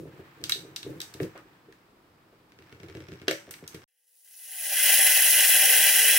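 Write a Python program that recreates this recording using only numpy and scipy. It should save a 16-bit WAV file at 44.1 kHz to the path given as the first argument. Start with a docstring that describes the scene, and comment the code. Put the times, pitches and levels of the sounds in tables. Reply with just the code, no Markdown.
"""A small blender runs on a cloth-covered kitchen table, after its plastic cup has been fitted by hand. First
the cup clicks and thumps as it is seated, creaks as it is twisted and snaps into its lock. Each contact is a
short push that rings the cup or the table; the hands add shaped noise. Then the scene changes and the running
blender fades in: food pelts the cup wall and gurgles, as coloured noise that flickers; vents hiss, brushes
whine and the swirling food sings a low wavering tone."""
import sys
import numpy as np
from scipy import signal
from scipy.fft import rfft, irfft, next_fast_len
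from scipy.io import wavfile

SR = 44100
rng = np.random.default_rng(int(sys.argv[2]) if len(sys.argv) > 2 else 0)


def waveform_to_disk(signal):
    """Save audio, clipped to [-1, 1], as 16-bit WAV at the path in sys.argv[1]."""
    frames = np.transpose(np.atleast_2d(signal))
    scaled = np.clip(frames, -1, 1) * 32767
    samples = np.round(scaled).astype(np.int16)
    wavfile.write(sys.argv[1], SR, samples)


N = 272535
TIME = np.arange(N) / SR
HZ = np.maximum(np.arange(N // 2 + 1) * SR / N, 1)
CUT_S, RESUME_S = 3.842, 3.878   # the fitting stops, the running starts


def from_db(db):
    """Turn decibels into a gain."""
    return 10 ** (np.asarray(db) / 20)


def rms_one(x):
    """Scale to an rms (average strength) of 1."""
    return x / np.sqrt(np.mean(x ** 2) + 1e-20)


def in_time(rows):
    """Draw straight lines between the rows, giving each column a value at every sample."""
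    s, *columns = np.transpose(rows)
    return [np.interp(TIME, s, column) for column in columns]


def at_hz(points, hz):
    """Read a table between its points, along a logarithmic pitch axis."""
    table = np.array(points)
    return np.interp(np.log(hz), np.log(table[:, 0]), table[:, 1])


def drift(rate_hz):
    """Random wandering of rms 1; a higher rate wanders faster."""
    size = next_fast_len(N, real=True)
    hz = np.arange(size // 2 + 1) * SR / size
    smoothed = rfft(rng.standard_normal(size)) / (1 + (hz / rate_hz) ** 2)
    return rms_one(irfft(smoothed, size)[:N])


def cut(x, hz, kind, order=2):
    """Keep one side or one band of the spectrum with a Butterworth filter."""
    return signal.sosfilt(signal.butter(order, hz, kind, fs=SR, output="sos"), x)


def resonate(x, hz, width_hz):
    """Ring one resonance, with gain 1 at its peak."""
    r = np.exp(-np.pi * width_hz / SR)
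    top = np.array([1, 0, -1]) * (1 - r * r) / 2
    bottom = [1, -2 * r * np.cos(2 * np.pi * hz / SR), r * r]
    return signal.lfilter(top, bottom, x + 1e-18)


def humps(modes):
    """Gain at each frequency of a set of steep-sided resonances, added as power."""
    power = 0
    for hz, width, db in modes:
        power = power + from_db(db) ** 2 / (1 + ((HZ - hz) / (width * 0.66)) ** 2) ** 2
    return np.sqrt(power)


# How alike the left and right sides are.
# Each row: frequency in Hz, likeness from 0 (unrelated) to 1 (the same).
LIKENESS = [(100, 0.93), (380, 0.91), (700, 0.32), (1300, .1), (15000, .05)]


def spread(gain, flutter=1, likeness=LIKENESS):
    """Stereo noise of a given colour, mixed from a shared middle and an opposed side part; rms 1."""
    mid, side = rfft(rng.standard_normal((2, N)) * flutter)
    alike = np.clip(at_hz(likeness, HZ), 0, .995)
    both = np.sqrt(1 + alike) * mid + np.sqrt(1 - alike) * side * [[1], [-1]]
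    return rms_one(irfft(gain * both, N))


def add(track, s, sound):
    """Mix a sound into a track at a time in seconds."""
    start = max(round(s * SR), 0)
    track[..., start:start + sound.shape[-1]] += sound[..., :N - start]


def swells(rows, attack_s, release_s):
    """Gain of overlapping gestures (start, length, dB): each rises, holds and dies away."""
    power = 0
    for s, length, db in rows:
        rise = np.clip((TIME - s) / attack_s, 0, 1)
        fall = np.exp(-np.clip((TIME - s - length) / release_s, 0, 20))
        power = power + (from_db(db) * rise * fall) ** 2
    return np.sqrt(power)


# The hand bears down on the cup.
# Each row: start in seconds, length in seconds, rumble level in dB before the mix.
PUSHES = [(-.02, 0.02, -32.5), (.13, 0.035, -49), (.37, 0.36, -49.5), (.845, 0.059, -39),
          (.89, 0.088, -40.5), (1.195, 0.032, -31.5), (3.28, .05, -41)]
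PUSH_ATTACK_S, PUSH_RELEASE_S = 0.0072, 0.039
# The cup slides on its rim while it is seated and while it is twisted.
# Each row: start in seconds, length in seconds, level in dB before the mix.
SLIDES = [(0, 1.31, -58), (2.55, 1.8, -62.5)]
SLIDE_ATTACK_S, SLIDE_RELEASE_S, RESTING_HAND_DB = 0.12, 0.29, -67
# The base shudders after each thud: level in dB against the thud's table entry, rise and dying time.
SHUDDER_DB, SHUDDER_ATTACK_S, SHUDDER_RELEASE_S = -2, .004, .028
# Colour of the shaking base. Each row: frequency in Hz, relative level in dB.
RUMBLE = [(40, -22.5), (75, -26), (95, -4.5), (125, 0.5), (160, 0), (200, -9), (255, -13.5), (315, 2),
          (385, -3), (450, -10.5), (510, -6.5), (620, -19.5), (760, -31), (1500, -40.5)]
# Colour of the cup rubbing on the rim. Each row: frequency in Hz, relative level in dB.
RUBBING = [(410, -30.5), (700, 5), (1800, 6), (1970, 2.5), (2310, 2), (7030, -17.5), (8110, -13.5),
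           (9350, -26), (15500, -11)]


def handling(blows, rumble_db, rub_db):
    """The base shakes under each push and after each blow; the cup rubs along the rim."""
    shudders = [(s, 0, thud + SHUDDER_DB) for s, knock, thud, hard in blows]
    pushing = swells(PUSHES, PUSH_ATTACK_S, PUSH_RELEASE_S)
    shuddering = swells(shudders, SHUDDER_ATTACK_S, SHUDDER_RELEASE_S)
    rumble = np.hypot(pushing, shuddering)
    rub = np.hypot(swells(SLIDES, SLIDE_ATTACK_S, SLIDE_RELEASE_S), from_db(RESTING_HAND_DB))
    # rubbing shakes the base a little too
    shake_gain = np.hypot(from_db(rumble_db) * rumble, from_db(-1.5) * rub)
    shake = shake_gain * spread(from_db(at_hz(RUMBLE, HZ)), from_db(2 * drift(22)))
    slide = from_db(rub_db) * rub * spread(from_db(at_hz(RUBBING, HZ)), from_db(drift(30)))
    return shake + slide


# Colour of the quiet background. Each row: frequency in Hz, relative level in dB.
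AMBIENCE = [(15, -37.5), (25, -15.5), (33, -15), (107, -8.5), (267, -7.5), (331, -8), (567, -13),
            (1340, -16), (1660, -37.5), (2120, -27), (5140, -27.5), (5880, -34.5), (15500, -35.5)]


def ambience(level_db):
    """A steady, quiet noise lies under the fitting of the cup."""
    return from_db(level_db) * spread(from_db(at_hz(AMBIENCE, HZ)))


# Blows that reach the table. Each row: start in seconds, then levels in dB before the mix
# of the knock, the deep thud and the hard upper knock.
THUMPS = [(0.055, -32.5, -40.5, -44.5), (0.193, -38, -43.5, -48), (0.419, -43, -45, -62),
          (0.557, -36, -53, -53), (0.649, -36, -61, -53), (0.864, -26.5, -45, -66), (1.148, -39, -43, -52),
          (1.204, -19, -53, -42), (1.228, -50, -39, -44), (1.353, -43, -57, -42), (1.685, -40.5, -63, -62),
          (2.326, -50, -78, -56), (3.28, -15.5, -50, -26), (3.311, -44, -50, -25),
          (3.478, -39.5, -48.5, -45.5), (3.625, -38.5, -47, -51), (3.744, -36.5, -41.5, -60)]
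# Resonances of the base on the table, from low to high.
# Each row: frequency in Hz, relative level in dB, time in seconds to die away by 60 dB.
TABLE_MODES = [(92.5, -3, 0.25), (121, 0, .18), (153.8, 1, 0.11), (322.6, -6, 0.28), (388.5, 4, 0.059),
               (447.4, -12, 0.15), (523, 3, 0.064), (573, -6.5, 0.22), (632, -8, 0.12)]


def thumps(blows, knock_db, thud_db, hard_db, push_s):
    """Soft pushes ring the table top and the hollow base; hard ones reach its upper modes too."""
    forces, t = np.zeros((3, N)), TIME[:SR // 30]
    push = t * np.exp(-t / push_s)
    push = push / push.sum()
    for s, knock, thud, hard in blows:
        levels = [[thud + thud_db], [knock + knock_db], [hard + hard_db]]
        add(forces, s, from_db(levels) * push)
    out = 0
    for k, (hz, db, t60) in enumerate(TABLE_MODES):
        width = np.log(1000) / np.pi / t60
        force = resonate(forces[k // 3], hz, 0.48 * hz)   # three modes to each register
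        # a slow-dying mode is narrow, so it is lifted to ring as strongly at the blow
        out = out + from_db(db) * SR / (2 * np.pi * width) * resonate(force, hz, width)
    return out


# How long the kitchen rings. Each row: frequency in Hz, time in seconds to die away by 60 dB.
KITCHEN_T60 = [(100, 0.13), (500, 0.15), (2000, 0.33), (5000, 0.17), (9000, 0.45), (15000, 0.24)]


def kitchen(x, early_db, early_s, tail_db, bass_db):
    """Quick reflections from table and hand, then the room's tail, dying band by band."""
    t, response = TIME[:SR // 2], 0
    edges = np.geomspace(60, 17000, 11)
    for low, high in zip(edges, edges[1:]):
        hz = np.sqrt(low * high)
        alike = np.clip(at_hz(LIKENESS, hz), 0, 1)
        mid, side = rng.standard_normal((2, len(t)))
        both = np.sqrt(1 + alike) * mid + np.sqrt(1 - alike) * side * [[1], [-1]]
        early = from_db(early_db) * np.exp(-t / early_s)
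        tail = from_db(tail_db - 60 * t / at_hz(KITCHEN_T60, hz))
        walls = both * (early + tail) * (t > .001)
        response = response + from_db(bass_db / (1 + (hz / 900) ** 2)) * cut(walls, [low, high], "band")
    return signal.fftconvolve(x, response, axes=1)[:, :N]


def burst(contact_s):
    """A short, evenly bright flurry of slips, different towards each side."""
    envelope = np.exp(-TIME[:SR // 15] / max(contact_s, 1e-4))
    spectrum = rfft(rng.standard_normal((2, len(envelope))) * envelope)
    return irfft(spectrum / np.abs(spectrum), len(envelope)) * np.sqrt(envelope)


# Resonances of the plastic cup held in the hand.
# Each row: frequency in Hz, width in Hz, relative level in dB.
CUP_MODES = [(1408, 720, -4), (1790, 240, 5.5), (2196, 260, -4.5), (2740, 210, 2), (3480, 1200, -6.5),
             (3900, 270, 4), (4640, 710, -4.5), (6040, 460, 0.5), (8140, 670, -8.5), (11900, 1200, -1.5),
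             (14700, 770, -21)]


def cup_rings(force, crack_db):
    """The cup's modes plus the bare crack of the contact; so small a shell radiates little bass."""
    out = from_db(crack_db) * force
    for k, (hz, width, db) in enumerate(CUP_MODES):
        out = out + (-1) ** k * from_db(db) * resonate(force, hz, width)
    return cut(out, 1100, "high", order=3)


# The cup knocks against the base. Each row: start in seconds, then levels in dB before the mix
# of the click (middle band), the clack below it and the tick above it,
# then the frequency in Hz of an added ring, its gain in dB, and the contact's fading time in seconds.
CLICKS = [(0.4139, -50, -64, -68.5, 1770, 0, .0012), (0.4391, -17.5, -43.5, -36.5, 3200, -6, 0.00071),
          (0.4945, -15, -30, -27, 3880, -7, 0.0048), (0.5203, -7, -29, -31.5, 3830, 21, 0.0016),
          (0.7612, -19, -43, -38.5, 3800, -4, 0.0047), (0.8294, -27.5, -44, -50, 3660, 12, 0.0021),
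          (1.003, -23.5, -39, -39.5, 3800, 3, 0.0017), (1.0149, -22, -52, -37, 3720, -9, 0.0035),
          (1.1386, -32, -50.5, -45.5, 3970, -1, 0.0048), (1.2006, -45, -36.5, -71, 1860, -6, 0.0015),
          (1.231, -33.5, -45.5, -53, 1890, -3, 0.0034), (1.3764, -44.5, -54, -58, 1410, -2, 0.0018),
          (1.724, -47, -53.5, -63, 1760, 3, 0.0025), (3.2809, -13, -20.5, -35.5, 3050, -1, 0.0031),
          (3.3105, -18.5, -28, -33, 2170, -2, 0.0029), (3.5085, -34.5, -46, -35.5, 8500, -6, 0.0088),
          (3.5386, -32.5, -44, -52, 2230, 3, 0.0037), (3.677, -29.5, -62, -38.5, 6300, 3, 0.0019),
          (3.744, -34.5, -45, -46.5, 2062, -6, 0.013)]
CLACK_TOP_HZ, CLICK_TOP_HZ = 3000, 7000


def clicks(contacts, clack_db, click_db, tick_db, ring_width_hz):
    """Each contact rings the cup; where it lands decides which modes answer most."""
    out = np.zeros((2, N))
    for s, click, clack, tick, hz, ring_db, contact_s in contacts:
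        ring = cup_rings(burst(contact_s), crack_db=-11.5)
        ring = ring + from_db(ring_db) * resonate(ring, hz, ring_width_hz)
        low = cut(ring, CLACK_TOP_HZ, "low", order=4)
        middle = cut(ring, [CLACK_TOP_HZ, CLICK_TOP_HZ], "band", order=3)
        high = cut(ring, CLICK_TOP_HZ, "high", order=4)
        sound = from_db(clack + clack_db) * rms_one(low)
        sound = sound + from_db(click + click_db) * rms_one(middle)
        sound = sound + from_db(tick + tick_db) * rms_one(high)
        add(out, s, sound)
    return out


# Fingers squeak off the cup. Each row: time in seconds, centre pitch in Hz, level in dB.
SQUEAK = [(1.35, 600, -85), (1.357, 728, -48.5), (1.377, 1290, -54), (1.392, 1450, -54.5),
          (1.42, 1270, -66), (1.46, 1200, -88)]


def squeak(rasp_db):
    """Skin drags briefly over plastic: a rough gliding tone with a rasp around it."""
    hz, db = in_time(SQUEAK)
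    tone = np.sin(2 * np.pi * np.cumsum(hz * (1 + .16 * drift(300))) / SR)
    rasp = from_db(rasp_db) * spread(humps([(1330, 1500, 0)]))
    return from_db(db) * (tone + rasp)


# The cup is twisted into its lock and gives way in jerks.
# Each row: start in seconds, strength in dB.
JERKS = [(2.52, -11), (2.588, -5.5), (2.622, -11), (2.694, -15), (2.725, -1), (2.801, -2.5), (2.832, 1),
         (2.885, -2.5), (2.898, -1.5), (2.950, 4.5), (2.969, 1), (3.004, 1), (3.085, 0.8), (3.119, 2.4),
         (3.136, -3.5), (3.198, -9.5), (3.216, 1.5)]
# Levels before the mix of a jerk of 0 dB, in the cup and in the table.
JERK_CLICK_DB, JERK_CLACK_DB, JERK_TICK_DB = -44.5, -50, -64.5
JERK_KNOCK_DB, JERK_THUD_DB, JERK_HARD_DB = -40.5, -42.5, -54
JERK_RING_HZ, JERK_RING_DB, JERK_CONTACT_S = 2350, -1.5, 0.0011
CUP_FOLLOWS, TABLE_FOLLOWS = 0.55, 1.4   # dB of sound per dB of strength


def jerks():
    """Each jerk of the twist is a small click in the cup and a small blow on the table."""
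    in_cup, on_table = [], []
    for s, db in JERKS:
        cup = np.array([JERK_CLICK_DB, JERK_CLACK_DB, JERK_TICK_DB]) + CUP_FOLLOWS * db
        table = np.array([JERK_KNOCK_DB, JERK_THUD_DB, JERK_HARD_DB]) + TABLE_FOLLOWS * db
        in_cup.append((s, *cup, JERK_RING_HZ, JERK_RING_DB, JERK_CONTACT_S))
        on_table.append((s, *table))
    return in_cup, on_table


# The lock starts to creak, builds up, and stays at its full level.
TWIST_S, TWIST_BUILD_S, CREAK_DB = 2.55, 0.41, -65


def creak(hz, width_hz, cup_db):
    """The lock sticks and slips at uneven intervals, each slip a tiny high tick."""
    times = np.cumsum(rng.gamma(2, .009, size=500))   # 18 ms apart on average
    at = (times[times < CUT_S] * SR).astype(int)
    signs = rng.choice([-1, 1], (len(at), 2))
    strengths = from_db(rng.normal(0, 3, (len(at), 2)))
    slips = np.zeros((2, N))
    slips[:, at] = (signs * strengths).T
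    ticks = resonate(resonate(slips, hz, width_hz), hz, width_hz)
    ticks = ticks + from_db(cup_db) * cup_rings(cut(slips, 3000, "low"), crack_db=-5.5)
    build = np.clip((TIME - TWIST_S) / TWIST_BUILD_S, 0, 1)
    return from_db(CREAK_DB) * build * rms_one(ticks)


# The fade-in: moment of full level, steepness, and how the slope eases towards the top.
FULL_S, FADE_DB_PER_S, FADE_POWER = 4.8825, 61.5, 1.063
# How much food the blade meets. Each row: time in seconds, level in dB against the steady churn.
LOAD = [(3.88, -8.5), (4.23, -16), (4.28, -5.5), (4.37, -10.5), (4.5, -6.5), (4.85, 0.5), (5.28, -1.5),
        (5.55, 0.5), (6.18, -.5)]
# The blade meets an air pocket and the churning dips. Each row: time in seconds, dip in dB.
AIR_POCKETS = [(4.957, -2.5), (5.312, -3.5), (5.47, -2.5)]
POCKET_S = 0.019   # half the length of a dip


def running_levels():
    """Levels in dB: the air follows the fade-in; the churn also follows the load on the blade."""
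    air = -FADE_DB_PER_S * np.maximum(FULL_S - TIME, 0) ** FADE_POWER
    load, = in_time(LOAD)
    pockets = sum(db * np.exp(-((TIME - s) / POCKET_S) ** 2) for s, db in AIR_POCKETS)
    return air + load + pockets, air


# A faint hum at the start of the run. Each row: time in seconds, level in dB around which it wavers.
HUM = [(3.88, -100), (3.95, -93), (4.2, -89), (4.4, -83), (4.5, -84), (4.7, -100)]


def motor_hum():
    """A faint 500 Hz tone whose level wavers."""
    db, = in_time(HUM)
    return from_db(db + 1.7 * drift(16)) * np.sin(2 * np.pi * 500 * TIME)


# A low tone from the swirling food, sagging as the load thickens. Each row: time in seconds, centre pitch in
# Hz, rms level in dB.
FOOD_TONE = [(3.88, 762, -104), (4.12, 844, -97.5), (4.2, 765, -96.5), (4.42, 795, -87), (4.54, 780, -65),
             (4.66, 630, -62), (4.78, 580, -58), (5.15, 633, -54), (5.6, 590, -62), (5.71, 479, -44.5),
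             (5.87, 518, -56.5), (6.07, 462, -47), (6.18, 501, -48)]


def food_tone(churn):
    """The swirling food sings a faint low tone; the stronger the churn, the more its pitch shakes."""
    hz, db = in_time(FOOD_TONE)
    shake = 0.0181 + 0.0503 * from_db(churn)
    phase = 2 * np.pi * np.cumsum(hz * (1 + shake * drift(50.96))) / SR
    return from_db(db) * np.sqrt(2) * np.sin(phase)


# How alike the motor sounds on the left and right.
# Each row: frequency in Hz, likeness from 0 (unrelated) to 1 (the same).
MOTOR_LIKENESS = [(100, 1), (500, 0.96), (1900, 1), (3200, 0.83), (4300, 0.22), (5300, 0.74), (7200, 0.28),
                  (9200, 0.65), (11100, 0.47), (12200, 0.18), (15000, 0.42)]
# Resonances of the filled cup and the motor housing.
# Each row: frequency in Hz, width setting in Hz, relative level in dB.
JAR_MODES = [(1100, 31, -19.5), (1350, 59, -26), (1577, 115, -3), (1720, 100, -4), (1862, 120, -3),
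             (2018, 140, 2), (2384, 83, -1.5), (2606, 90, 2), (2804, 72, 1), (2950, 54, 4), (3143, 137, -1),
             (3350, 47, 0.5), (3969, 180, -7.5), (5390, 280, -8)]


def food_on_wall(churn, load_drift, churn_db, housing_db):
    """Food hits the cup wall in uneven handfuls, over a faint steady housing noise."""
    # between two wall modes the cup barely radiates
    wall = humps(JAR_MODES) * (1 - 0.75 * humps([(2193, 55, 0)]))
    level = np.hypot(from_db(churn + churn_db), from_db(housing_db))
    return level * spread(wall, from_db(load_drift + 0.8 * drift(700)), MOTOR_LIKENESS)


# Resonances of the air space above the liquid.
# Each row: frequency in Hz, width setting in Hz, relative level in dB.
GURGLE_MODES = [(342, 150, -31), (494, 41, -9), (606, 69, 1), (772.4, 39, 4), (875, 104, -7)]


def gurgle(churn, level_db):
    """The air above the churning liquid resonates in uneven surges."""
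    surges = from_db(2.7 * drift(44))
    return from_db(churn + level_db) * spread(humps(GURGLE_MODES), surges, MOTOR_LIKENESS)


def swirl(x, depth_db):
    """Food sliding over the wall lets each register swell and sink on its own."""
    edges = np.array([0, 3500, 5000, 7000, 10000, 13000, SR])
    spectrum, out = rfft(x), 0
    for low, high in zip(edges, edges[1:]):
        band = irfft(spectrum * (HZ >= low) * (HZ < high), N)
        out = out + band * from_db(depth_db * drift(19.0))
    return out


# Colour of the hiss from the vents. Each row: frequency in Hz, relative level in dB.
HISS = [(30, -21.5), (200, -34), (420, -28.5), (1200, -17), (2250, -33.5), (3500, -4.5), (4800, -1.5),
        (5400, 1.5), (6400, 2.5), (7600, -0.5), (9600, 6), (10600, 5), (12300, -1), (15500, 7.5)]


def vent_hiss(air, load_drift, level_db):
    """Air rushes through the vents as noise that flickers, partly in step with the food."""
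    flicker = from_db(0.55 * load_drift + 1.83 * drift(500))
    hiss = from_db(air + level_db) * spread(from_db(at_hz(HISS, HZ)), flicker, MOTOR_LIKENESS)
    return swirl(hiss, depth_db=.8)


# Brush whine and high housing resonances.
# Each row: frequency in Hz, width setting in Hz, relative level in dB.
WHINE = [(8915, 70, -14), (9322, 60, -12), (9522, 70, -11), (10379, 50, -12), (10692, 45, -8),
         (10922, 50, -2), (11085, 50, 2), (11230, 170, -3), (11080, 800, -5), (15354, 70, -7)]


def brush_whine(air, level_db):
    """The brushes whine: narrow bands of noise whose strength wavers."""
    return from_db(air + level_db) * spread(humps(WHINE), from_db(1.9 * drift(32)), MOTOR_LIKENESS)


# Level balance of the motor. Each row: frequency in Hz, left minus right in dB.
BALANCE = [(100, -0.5), (10000, 0.1), (11800, 1), (13500, 3.5), (15500, 7)]
# Phase lead of the motor. Each row: frequency in Hz, radians by which left leads right.
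LEAD = [(100, -0.13), (3000, 0.088), (6000, -0.51), (10500, -0.61), (14000, 0.038), (15500, -.4)]


def blender(churn_db, housing_db, gurgle_db, hiss_db, whine_db):
    """Sum the running sounds; the motor stands off centre and reaches the two sides unequally."""
    churn, air = running_levels()
    load_drift = drift(30)
    sounds = motor_hum() + food_tone(churn)
    sounds = sounds + food_on_wall(churn, load_drift, churn_db, housing_db)
    sounds = sounds + gurgle(churn, gurgle_db) + brush_whine(air, whine_db)
    hiss = vent_hiss(air, load_drift, hiss_db)
    # wall echoes comb the hiss into fine peaks and dips
    echoes = rfft(rng.standard_normal((2, SR // 40)), N).real
    comb = from_db(1.2 * rms_one(echoes))
    # each side takes half of the difference in level and phase
    half = from_db(at_hz(BALANCE, HZ) / 2) * np.exp(.5j * at_hz(LEAD, HZ))
    return irfft((rfft(hiss) * comb + rfft(sounds)) * np.array([half, 1 / half]), N)


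def scene():
    """The cup is fitted; the scene changes; the blender runs."""
    jerk_clicks, jerk_blows = jerks()
    blows = [*THUMPS, *jerk_blows]
    contacts = [*CLICKS, *jerk_clicks]
    hits = thumps(blows, knock_db=-2.5, thud_db=-3.5, hard_db=1.5, push_s=0.00021)
    hits = hits + clicks(contacts, clack_db=-12.5, click_db=-23.5, tick_db=-14, ring_width_hz=380)
    hits = hits + creak(hz=5200, width_hz=770, cup_db=2.5)
    room = kitchen(hits, early_db=-42.0, early_s=0.0012, tail_db=-35.5, bass_db=-1.0)
    hands = handling(blows, rumble_db=-2.5, rub_db=0.5) + squeak(rasp_db=1.5)
    fitting = hits + room + ambience(level_db=-62.5) + hands
    running = blender(churn_db=-24.0, housing_db=-85, gurgle_db=-42, hiss_db=-17.5, whine_db=-23.0)
    return fitting * (TIME < CUT_S) + running * (TIME > RESUME_S)


CUTOFF_HZ = 15780


def record(dry):
    """The microphones shed the deepest bass; the top is cut steeply."""
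    steep = signal.ellip(12, .1, 70, CUTOFF_HZ, fs=SR, output="sos")
    return signal.sosfilt(steep, cut(dry, 22, "high"))


dry = scene()
out = record(dry)
waveform_to_disk(out)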